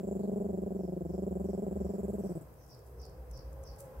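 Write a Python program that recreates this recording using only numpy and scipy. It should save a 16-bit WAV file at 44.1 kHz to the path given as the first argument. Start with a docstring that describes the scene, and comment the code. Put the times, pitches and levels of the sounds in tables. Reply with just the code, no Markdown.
"""A young cat growls on a porch at night: one long, low trill that slows and sinks as it ends.
A flutter of the throat gates the vibrating vocal folds into short bursts; each snap of the folds
rings the mouth, and air hisses past the teeth. Insects rasp in a narrow resonance three times a
second, nearer once the growl is over, among small ticks and rustles. A distant motor, blurred by
reflections, rises in pitch over a deep hum, low rumble, far traffic and faint hiss."""
import sys
import numpy as np
from scipy import signal
from scipy.io import wavfile

SR = 44100
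rng = np.random.default_rng(int(sys.argv[2]) if len(sys.argv) > 2 else 0)


def unload_audio(sound):
    """Save the sound as a 16-bit wav file, at the path given as the first command line argument."""
    columns = np.transpose(np.atleast_2d(sound))
    # keep every value between -1 and 1, then stretch to whole-number steps
    steps = np.round(np.clip(columns, -1, 1) * 32767)
    wavfile.write(sys.argv[1], SR, steps.astype(np.int16))


N = 176400
TIME = np.arange(N) / SR

# Flutter of the throat. Each row: time in seconds, bursts per second.
FLUTTER = [(0.0, 27.47), (0.06, 25.09), (0.36, 23.59), (0.61, 22.65), (0.79, 23.64), (0.85, 22.65),
           (0.97, 23.27), (1.03, 23.5), (1.15, 23.28), (1.51, 22.19), (1.63, 22.54), (1.75, 21.92),
           (1.94, 22.44), (2.0, 20.29), (2.18, 19.54), (2.24, 17.5), (2.36, 17.13)]
# The cat's voice. Each row: time in seconds, burst length in seconds, pitch in Hz, level in dB.
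VOICE = [(0, .02, 201.3, -38), (.06, 0.022, 200, -34), (.36, 0.029, 203.1, -33.5), (.61, 0.023, 201.3, -34),
         (.76, 0.024, 200, -34.5), (.88, 0.024, 183, -36), (.97, 0.018, 187, -34), (1.05, 0.02, 183, -35.5),
         (1.17, 0.021, 194.8, -33.5), (1.51, 0.024, 200, -34), (1.63, 0.024, 197, -33.5),
         (1.75, 0.022, 200, -33.5), (1.94, 0.025, 199.6, -34.5), (2, 0.025, 204.6, -34.5),
         (2.18, 0.03, 200.5, -35.5), (2.24, 0.036, 195.5, -35.5), (2.36, .029, 160.4, -37.5)]
# Partials of a burst. Each row: harmonic number, gain in dB, attack in seconds, release in seconds.
HARMONICS = [(1, 4, 0.0089, 0.0098), (2, -1, 0.00067, 0.001), (3, -17.5, 0.0003, 0.0013),
             (4, -34.5, .0005, 0.00068), (5, -51.5, .0005, 0.0014)]
# A low room resonance, then those of the mouth. Each row: frequency in Hz, bandwidth in Hz, gain in dB.
RESONANCES = [(238, 62, -16), (522, 122, -6), (642, 50, -12), (890, 360, -32)]
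# Whistle at the teeth. Each row: time in seconds, pitch in Hz, level in dB.
WHISTLE = [(0, 7550, -71), (.11, 7310, -64.5), (.25, 7350, -73.5), (.5, 7380, -72.5), (.95, 7450, -76),
           (1.15, 7400, -71.5), (1.65, 7540, -69.5), (2.1, 7326, -69), (2.4, 8110, -72)]
# Insect chirps. Each row: peak time in seconds, level in dB, pitch in Hz, swell time in seconds.
CHIRPS = [(.23, -80, 4400, .03), (.83, -77.5, 5450, 0.042), (1.138, -75.5, 5470, 0.042),
          (1.499, -74.5, 5550, .04), (1.871, -74.5, 5448, .06), (2.27, -72.5, 5550, 0.047),
          (2.63, -73.5, 5695, 0.031), (2.722, -62.5, 5250, 0.02), (3.034, -61, 5200, .025),
          (3.365, -61.5, 5290, .03), (3.686, -61.5, 5276, 0.027)]
# Dry ticks and rustles. Each row: peak time in seconds, level in dB.
TICKS = [(2.54, -57.5), (2.573, -63), (2.749, -53), (2.792, -52.5), (3.018, -51), (3.053, -50),
         (3.064, -53), (3.097, -55), (3.312, -49), (3.315, -51), (3.375, -51), (3.527, -62), (3.531, -52),
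         (3.632, -55), (3.638, -48.5), (3.762, -55)]
RUSTLES = [(2.866, -70.5), (3.79, -56.5)]
# Courses of the motor and the deep hum. Each row: time in seconds, frequency in Hz, level in dB.
MOTOR = [(2.5, 195.3, -87), (2.85, 214.2, -62.5), (3.03, 243.7, -57), (3.3, 265.2, -61), (3.6, 267.8, -60),
         (3.85, 276.5, -55), (4, 282.6, -57)]
DRONE = [(0, 69.7, -57), (.55, 72, -47.5), (.8, 71.9, -57.5), (1.05, 73.9, -46.5), (1.4, 68.4, -48.5),
         (1.7, 69.4, -42.5), (2.1, 70, -52), (2.6, 59.53, -57.5), (3.05, 64.8, -47.5), (3.35, 57.2, -44.5),
         (3.45, 60.7, -47), (3.6, 61.3, -40), (3.72, 59.6, -45), (3.87, 61.13, -60), (4, 60, -41)]
# Partials of the motor. Each row: multiple of its frequency, relative level in dB.
MOTOR_ORDERS = [(1.6, -5.5), (1.85, -3), (2, 2), (3, -9.5)]
# Spectra of the noise sources. Each row: frequency in Hz, relative level in dB.
THROAT_SPECTRUM = [(90, 2), (170, -13.5), (280, 13.5), (400, 14.5), (640, 10.5), (800, -23.5), (1100, -48),
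                   (1500, -96), (2200, -45), (3000, -18), (3800, -66)]
TEETH_SPECTRUM = [(6000, -32), (7400, 5), (8200, 7), (9500, -1), (12000, 5), (15000, -9)]
RUSTLE_SPECTRUM = [(3000, -23), (6000, -8), (7800, -1.5), (11000, -1.5), (15500, -7.5)]
RUMBLE_SPECTRUM = [(25, -19.5), (40, -10), (54, -6.5), (85, -3.5), (120, 4), (170, -18.5), (300, -11)]
TRAFFIC_SPECTRUM = [(150, 7), (280, -10.5), (400, -1.5), (580, 8), (680, -10.5), (900, -2), (1100, -11),
                    (1500, -13), (2100, -22.5), (3000, -25.5), (4000, -49.5)]
HISS_SPECTRUM = [(1000, -34), (2500, -13), (3800, -4.5), (5200, 1), (6500, -1.5), (9500, -0.5), (12000, 6),
                 (15500, 4)]
# Slow envelopes of the noise sources. Each row: time in seconds, level in dB.
TEETH_LEVEL = [(0, -73), (.3, -72.5), (.95, -88), (1.4, -71), (1.85, -74.5), (2.1, -65.5), (2.35, -67),
               (2.45, -64)]
RUMBLE_LEVEL = [(0, -56.5), (1.5, -59.5), (2.3, -51.5), (2.65, -59.5), (3.1, -58.5), (3.6, -55.5), (4, -60)]
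TRAFFIC_LEVEL = [(0, -61.5), (1, -63.5), (1.8, -59), (2.3, -57), (2.7, -60), (3.3, -57.5), (4, -54.5)]
HISS_LEVEL = [(0, -70.5), (1, -71), (1.6, -70.5), (2.25, -68.5), (2.6, -69.5), (3.2, -71), (4, -68)]
# Coherence of the noise between the ears. Each row: frequency in Hz, correlation coefficient.
COHERENCE = [(60, 0.75), (130, 0.94), (290, 0.58), (640, 0.69), (1400, 0), (15000, 0.026)]

OPEN_S, CLOSE_EARLY_S = .003, .003  # a burst's opening time; its release begins just before its end
SCOOP, SCOOP_S, SAG, SAG_S = .12, .003, .064, .0042  # fractional pitch dips at onset and release
EAR_LAG_S, PAN_DB, PAN_DB_PER_OCTAVE = .00034, 1.5, -2


def growl(jitter=.035, shimmer_db=.6, rasp_db=-14, snap_lead_cycles=.15):
    """Gated phonation: the folds beat a few times a burst; the fundamental outlasts the overtones."""
    voice, snaps = np.zeros((2, 2, N))
    rasp, air = np.zeros((2, N))
    wobble = 1 + jitter * drift(70)
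    shimmer = from_db(shimmer_db * drift(67))
    sides = np.array([[1], [-1]])
    last_s, last_rate = FLUTTER[-1]
    for start in burst_times():
        span = slice(max(int(start * SR), 0), int(start * SR) + SR // 10)
        age = TIME[span] - start
        length, pitch, db = at(VOICE, start)
        if start > last_s + .5 / last_rate:  # the last burst is short and weak
            length, db = length / 2, db - 7
        length -= CLOSE_EARLY_S
        scoop = SCOOP * np.exp(-np.abs(age - OPEN_S) / SCOOP_S)
        sag = SAG * np.clip((age - length) / SAG_S, 0, 1)
        cycles = np.cumsum(pitch * wobble[span] * (1 - scoop - sag)) / SR
        cycles = cycles - np.interp(OPEN_S, age, cycles) - pitch * EAR_LAG_S / 2 * sides
        for k, gain_db, attack, release in HARMONICS:
            pan_db = (PAN_DB + PAN_DB_PER_OCTAVE * np.log2(k)) / 2 * sides
            envelope = from_db(db + gain_db + pan_db) * gate(age, length, attack, release)
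            voice[:, span] -= envelope * np.cos(2 * np.pi * k * cycles)
        snap_db = db + 1.2 * rng.standard_normal(32)
        snap_db[0] += 1  # the first snap tends to be the hardest
        voiced = age[1:] < length + CLOSE_EARLY_S / 2
        for ear in range(2):
            new_cycle = np.diff(np.floor(cycles[ear] + snap_lead_cycles)) > 0
            closures = np.flatnonzero(new_cycle & voiced)
            snaps[ear, span.start + closures] -= from_db(snap_db[:len(closures)])
        pulsation = 1 + .31 * np.cos(2 * np.pi * cycles[0])
        flow = gate(age, length, attack_s=OPEN_S / 10, release_s=.013) * pulsation
        rasp[span] += from_db(db + rasp_db) * flow
        air[span] += flow
    voice = shimmer * voice + ringing(snaps) + rasp * noise(THROAT_SPECTRUM).mean(axis=0)
    porch = from_db(-18) * reverberation(voice, t60_s=.2)
    return voice + porch + mouth_air(air)


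def burst_times(first_s=-.0065, end_s=2.42):
    """Periodic gating: each cycle of the throat's flutter starts one burst."""
    t = TIME + first_s
    cycles = np.floor(np.cumsum(at(FLUTTER, t)[0]) / SR)
    starts = t[np.diff(cycles, prepend=-1) > 0]
    return starts[starts < end_s]


def gate(age, length, attack_s, release_s):
    """Growth and damping of an oscillation: it opens, swells, holds and dies away."""
    opening = np.sin(np.pi / 2 * np.clip(age / OPEN_S, 0, 1)) ** 2
    swell = 1 - np.exp(-np.maximum(age, 0) / attack_s)
    decay = np.exp(-(np.maximum(age - length, 0) / release_s) ** .97)
    return opening * swell * decay


def ringing(snaps):
    """Impulse excitation: each snap of the folds rings a low room resonance and those of the mouth."""
    out = 0
    for hz, width_hz, db in RESONANCES:
        radius, angle = np.exp(-np.pi * width_hz / SR), 2 * np.pi * hz / SR
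        poles = [1, -2 * radius * np.cos(angle), radius ** 2]
        out += from_db(db) * signal.lfilter([0, np.sin(angle)], poles, snaps + 1e-18)
    return signal.sosfilt(signal.butter(3, [130, 1000], "band", fs=SR, output="sos"), out)


def mouth_air(flow, steady_flow=.17):
    """Turbulence: air pushed past the teeth hisses in bursts, with a thin whistle that persists."""
    hz, db = at(WHISTLE)
    whistle = from_db(db) * np.array([blurred(hz, blur_hz=280) for ear in range(2)])
    sizzle = flow * from_db(at(TEETH_LEVEL)[0]) * noise(TEETH_SPECTRUM)
    return (flow + steady_flow) * band(whistle, 5100, 8600) + sizzle


def insects(grain_db=2.5, width_hz=1050, fade_ratio=1.17, sag_hz_per_swell=200):
    """Resonance: each chirp is a grainy rasp in one narrow band that swells, slides down and fades."""
    out, grain = np.zeros((2, N)), from_db(grain_db * drift(150))
    lowpass = signal.butter(3, width_hz / 2, fs=SR, output="sos")
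    rasp = rms_one(signal.sosfilt(lowpass, rng.standard_normal((2, 2, N))))
    for peak_s, db, hz, rise in CHIRPS:
        span = slice(max(int((peak_s - .2) * SR), 0), int((peak_s + .2) * SR))
        age = TIME[span] - peak_s
        swell = np.exp(-(age / np.where(age < 0, rise, rise * fade_ratio)) ** 2 / 2)
        phase = 2 * np.pi * (hz - sag_hz_per_swell * age / rise / 2) * age
        chirp = rasp[0, :, span] * np.cos(phase) + rasp[1, :, span] * np.sin(phase)
        out[:, span] += from_db(db) * swell * chirp
    garden = from_db(-5) * reverberation(out, t60_s=.5)
    return grain * out + garden


def ticks(decay_s=.0007, creak_s=2.637, creak_count=10, creak_per_s=125, creak_db=-60):
    """Transients: bright noise decays exponentially in single ticks and in one quick, creaking run."""
    creak = [(creak_s + (k + rng.normal(0, .3)) / creak_per_s, creak_db) for k in range(creak_count)]
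    hits = np.zeros(N)
    for start, db in TICKS + creak:
        hits[int(start * SR)] += from_db(db)
    envelope = signal.lfilter([1], [1, -np.exp(-1 / (decay_s * SR))], hits + 1e-18)
    return 2 * band(envelope * rng.standard_normal((2, N)), 6417, 11240)


def rustles(grain_db=3, rise_s=.0085, fall_s=.044):
    """Amplitude modulation: a grainy, fast-rising envelope shapes noise into crisp brushing sounds."""
    envelope = 0
    for peak_s, db in RUSTLES:
        age = TIME - peak_s
        envelope += from_db(db) * np.clip(age / rise_s + 1, 0, 1) * np.exp(-np.maximum(age, 0) / fall_s)
    return envelope * from_db(grain_db * drift(200)) * noise(RUSTLE_SPECTRUM)


def motor():
    """Multipath propagation: many reflections blur the partials of a far, rising whine."""
    hz, db = at(MOTOR)
    whine = sum(from_db(gain_db) * blurred(k * hz, blur_hz=10) for k, gain_db in MOTOR_ORDERS)
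    return from_db(db) * rms_one(whine)


def drone():
    """Narrow-band noise: random amplitude and phase make a deep hum waver."""
    hz, db = at(DRONE)
    return band(from_db(db) * blurred(hz, blur_hz=6.9), 45, 100)


def night():
    """Superposition: low rumble, far traffic and faint hiss add as independent noises."""
    beds = [(RUMBLE_LEVEL, RUMBLE_SPECTRUM), (TRAFFIC_LEVEL, TRAFFIC_SPECTRUM),
            (HISS_LEVEL, HISS_SPECTRUM)]
    return sum(from_db(at(level)[0]) * noise(spectrum) for level, spectrum in beds)


def reverberation(x, t60_s, gap_s=.006):
    """Diffuse reflection: an exponentially decaying tail, different at each ear."""
    t = TIME[:SR // 2]
    tail = rng.standard_normal((2, len(t))) * from_db(-60 * t / t60_s) * (t > gap_s)
    tail /= np.sqrt(np.sum(tail ** 2) / 2)
    return signal.fftconvolve(np.atleast_2d(x), tail, axes=1)[:, :N]


def noise(spectrum):
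    """Partial coherence: third-octave noise, alike at both ears in the bass, diffuse in the treble."""
    edges = 22 * 2 ** (np.arange(30) / 3)
    white, out = rng.standard_normal((2, 2, N)), 0
    for k, (low, high) in enumerate(zip(edges, edges[1:])):
        if high > spectrum[0][0] and low < spectrum[-1][0]:
            hz = np.sqrt(low * high)
            mid, side = band(band(white[k % 2], low, high), low, high)
            alike = at_hz(COHERENCE, hz)
            stereo = np.sqrt(1 + alike) * mid + np.sqrt(1 - alike) * side * [[1], [-1]]
            out += from_db(at_hz(spectrum, hz)) * stereo
    return rms_one(out)


def blurred(hz, blur_hz):
    """Line broadening: random modulation spreads a tone into a narrow band."""
    phase = 2 * np.pi * np.cumsum(hz) / SR
    return drift(blur_hz) * np.cos(phase) + drift(blur_hz) * np.sin(phase)


def drift(rate_hz):
    """Random fluctuation: low-passed noise of unit power."""
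    pole = np.exp(-2 * np.pi * rate_hz / SR)
    return rms_one(signal.lfilter([1], [1, -2 * pole, pole ** 2], rng.standard_normal(N + SR))[SR:])


def band(x, low_hz, high_hz):
    """Band-pass filtering with a flat passband."""
    sos = signal.butter(2, [low_hz, min(high_hz, .45 * SR)], "band", fs=SR, output="sos")
    return signal.sosfilt(sos, x + 1e-18)


def at(rows, seconds=TIME):
    """Linear interpolation of a table's columns in time."""
    times, *columns = np.transpose(rows)
    return [np.interp(seconds, times, column) for column in columns]


def at_hz(rows, hz):
    """Interpolation on a log-frequency axis."""
    frequencies, values = np.transpose(rows)
    return np.interp(np.log(hz), np.log(frequencies), values)


def from_db(db):
    """Decibels to amplitude ratio."""
    return 10 ** (np.asarray(db) / 20)


def rms_one(x):
    """Normalisation to unit power."""
    return x / np.sqrt(np.mean(x ** 2) + 1e-20)


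def scene():
    """Superposition of the cat close by and the night around it."""
    return growl() + insects() + ticks() + rustles() + motor() + drone() + night()


def record(dry, low_hz=28, high_hz=15750):
    """Band limiting: the deepest bass is rolled off and the top is cut steeply."""
    dry = signal.sosfilt(signal.butter(2, low_hz, "high", fs=SR, output="sos"), dry)
    return signal.sosfilt(signal.ellip(12, .1, 80, high_hz, fs=SR, output="sos"), dry)


dry = scene()
out = record(dry)
unload_audio(out)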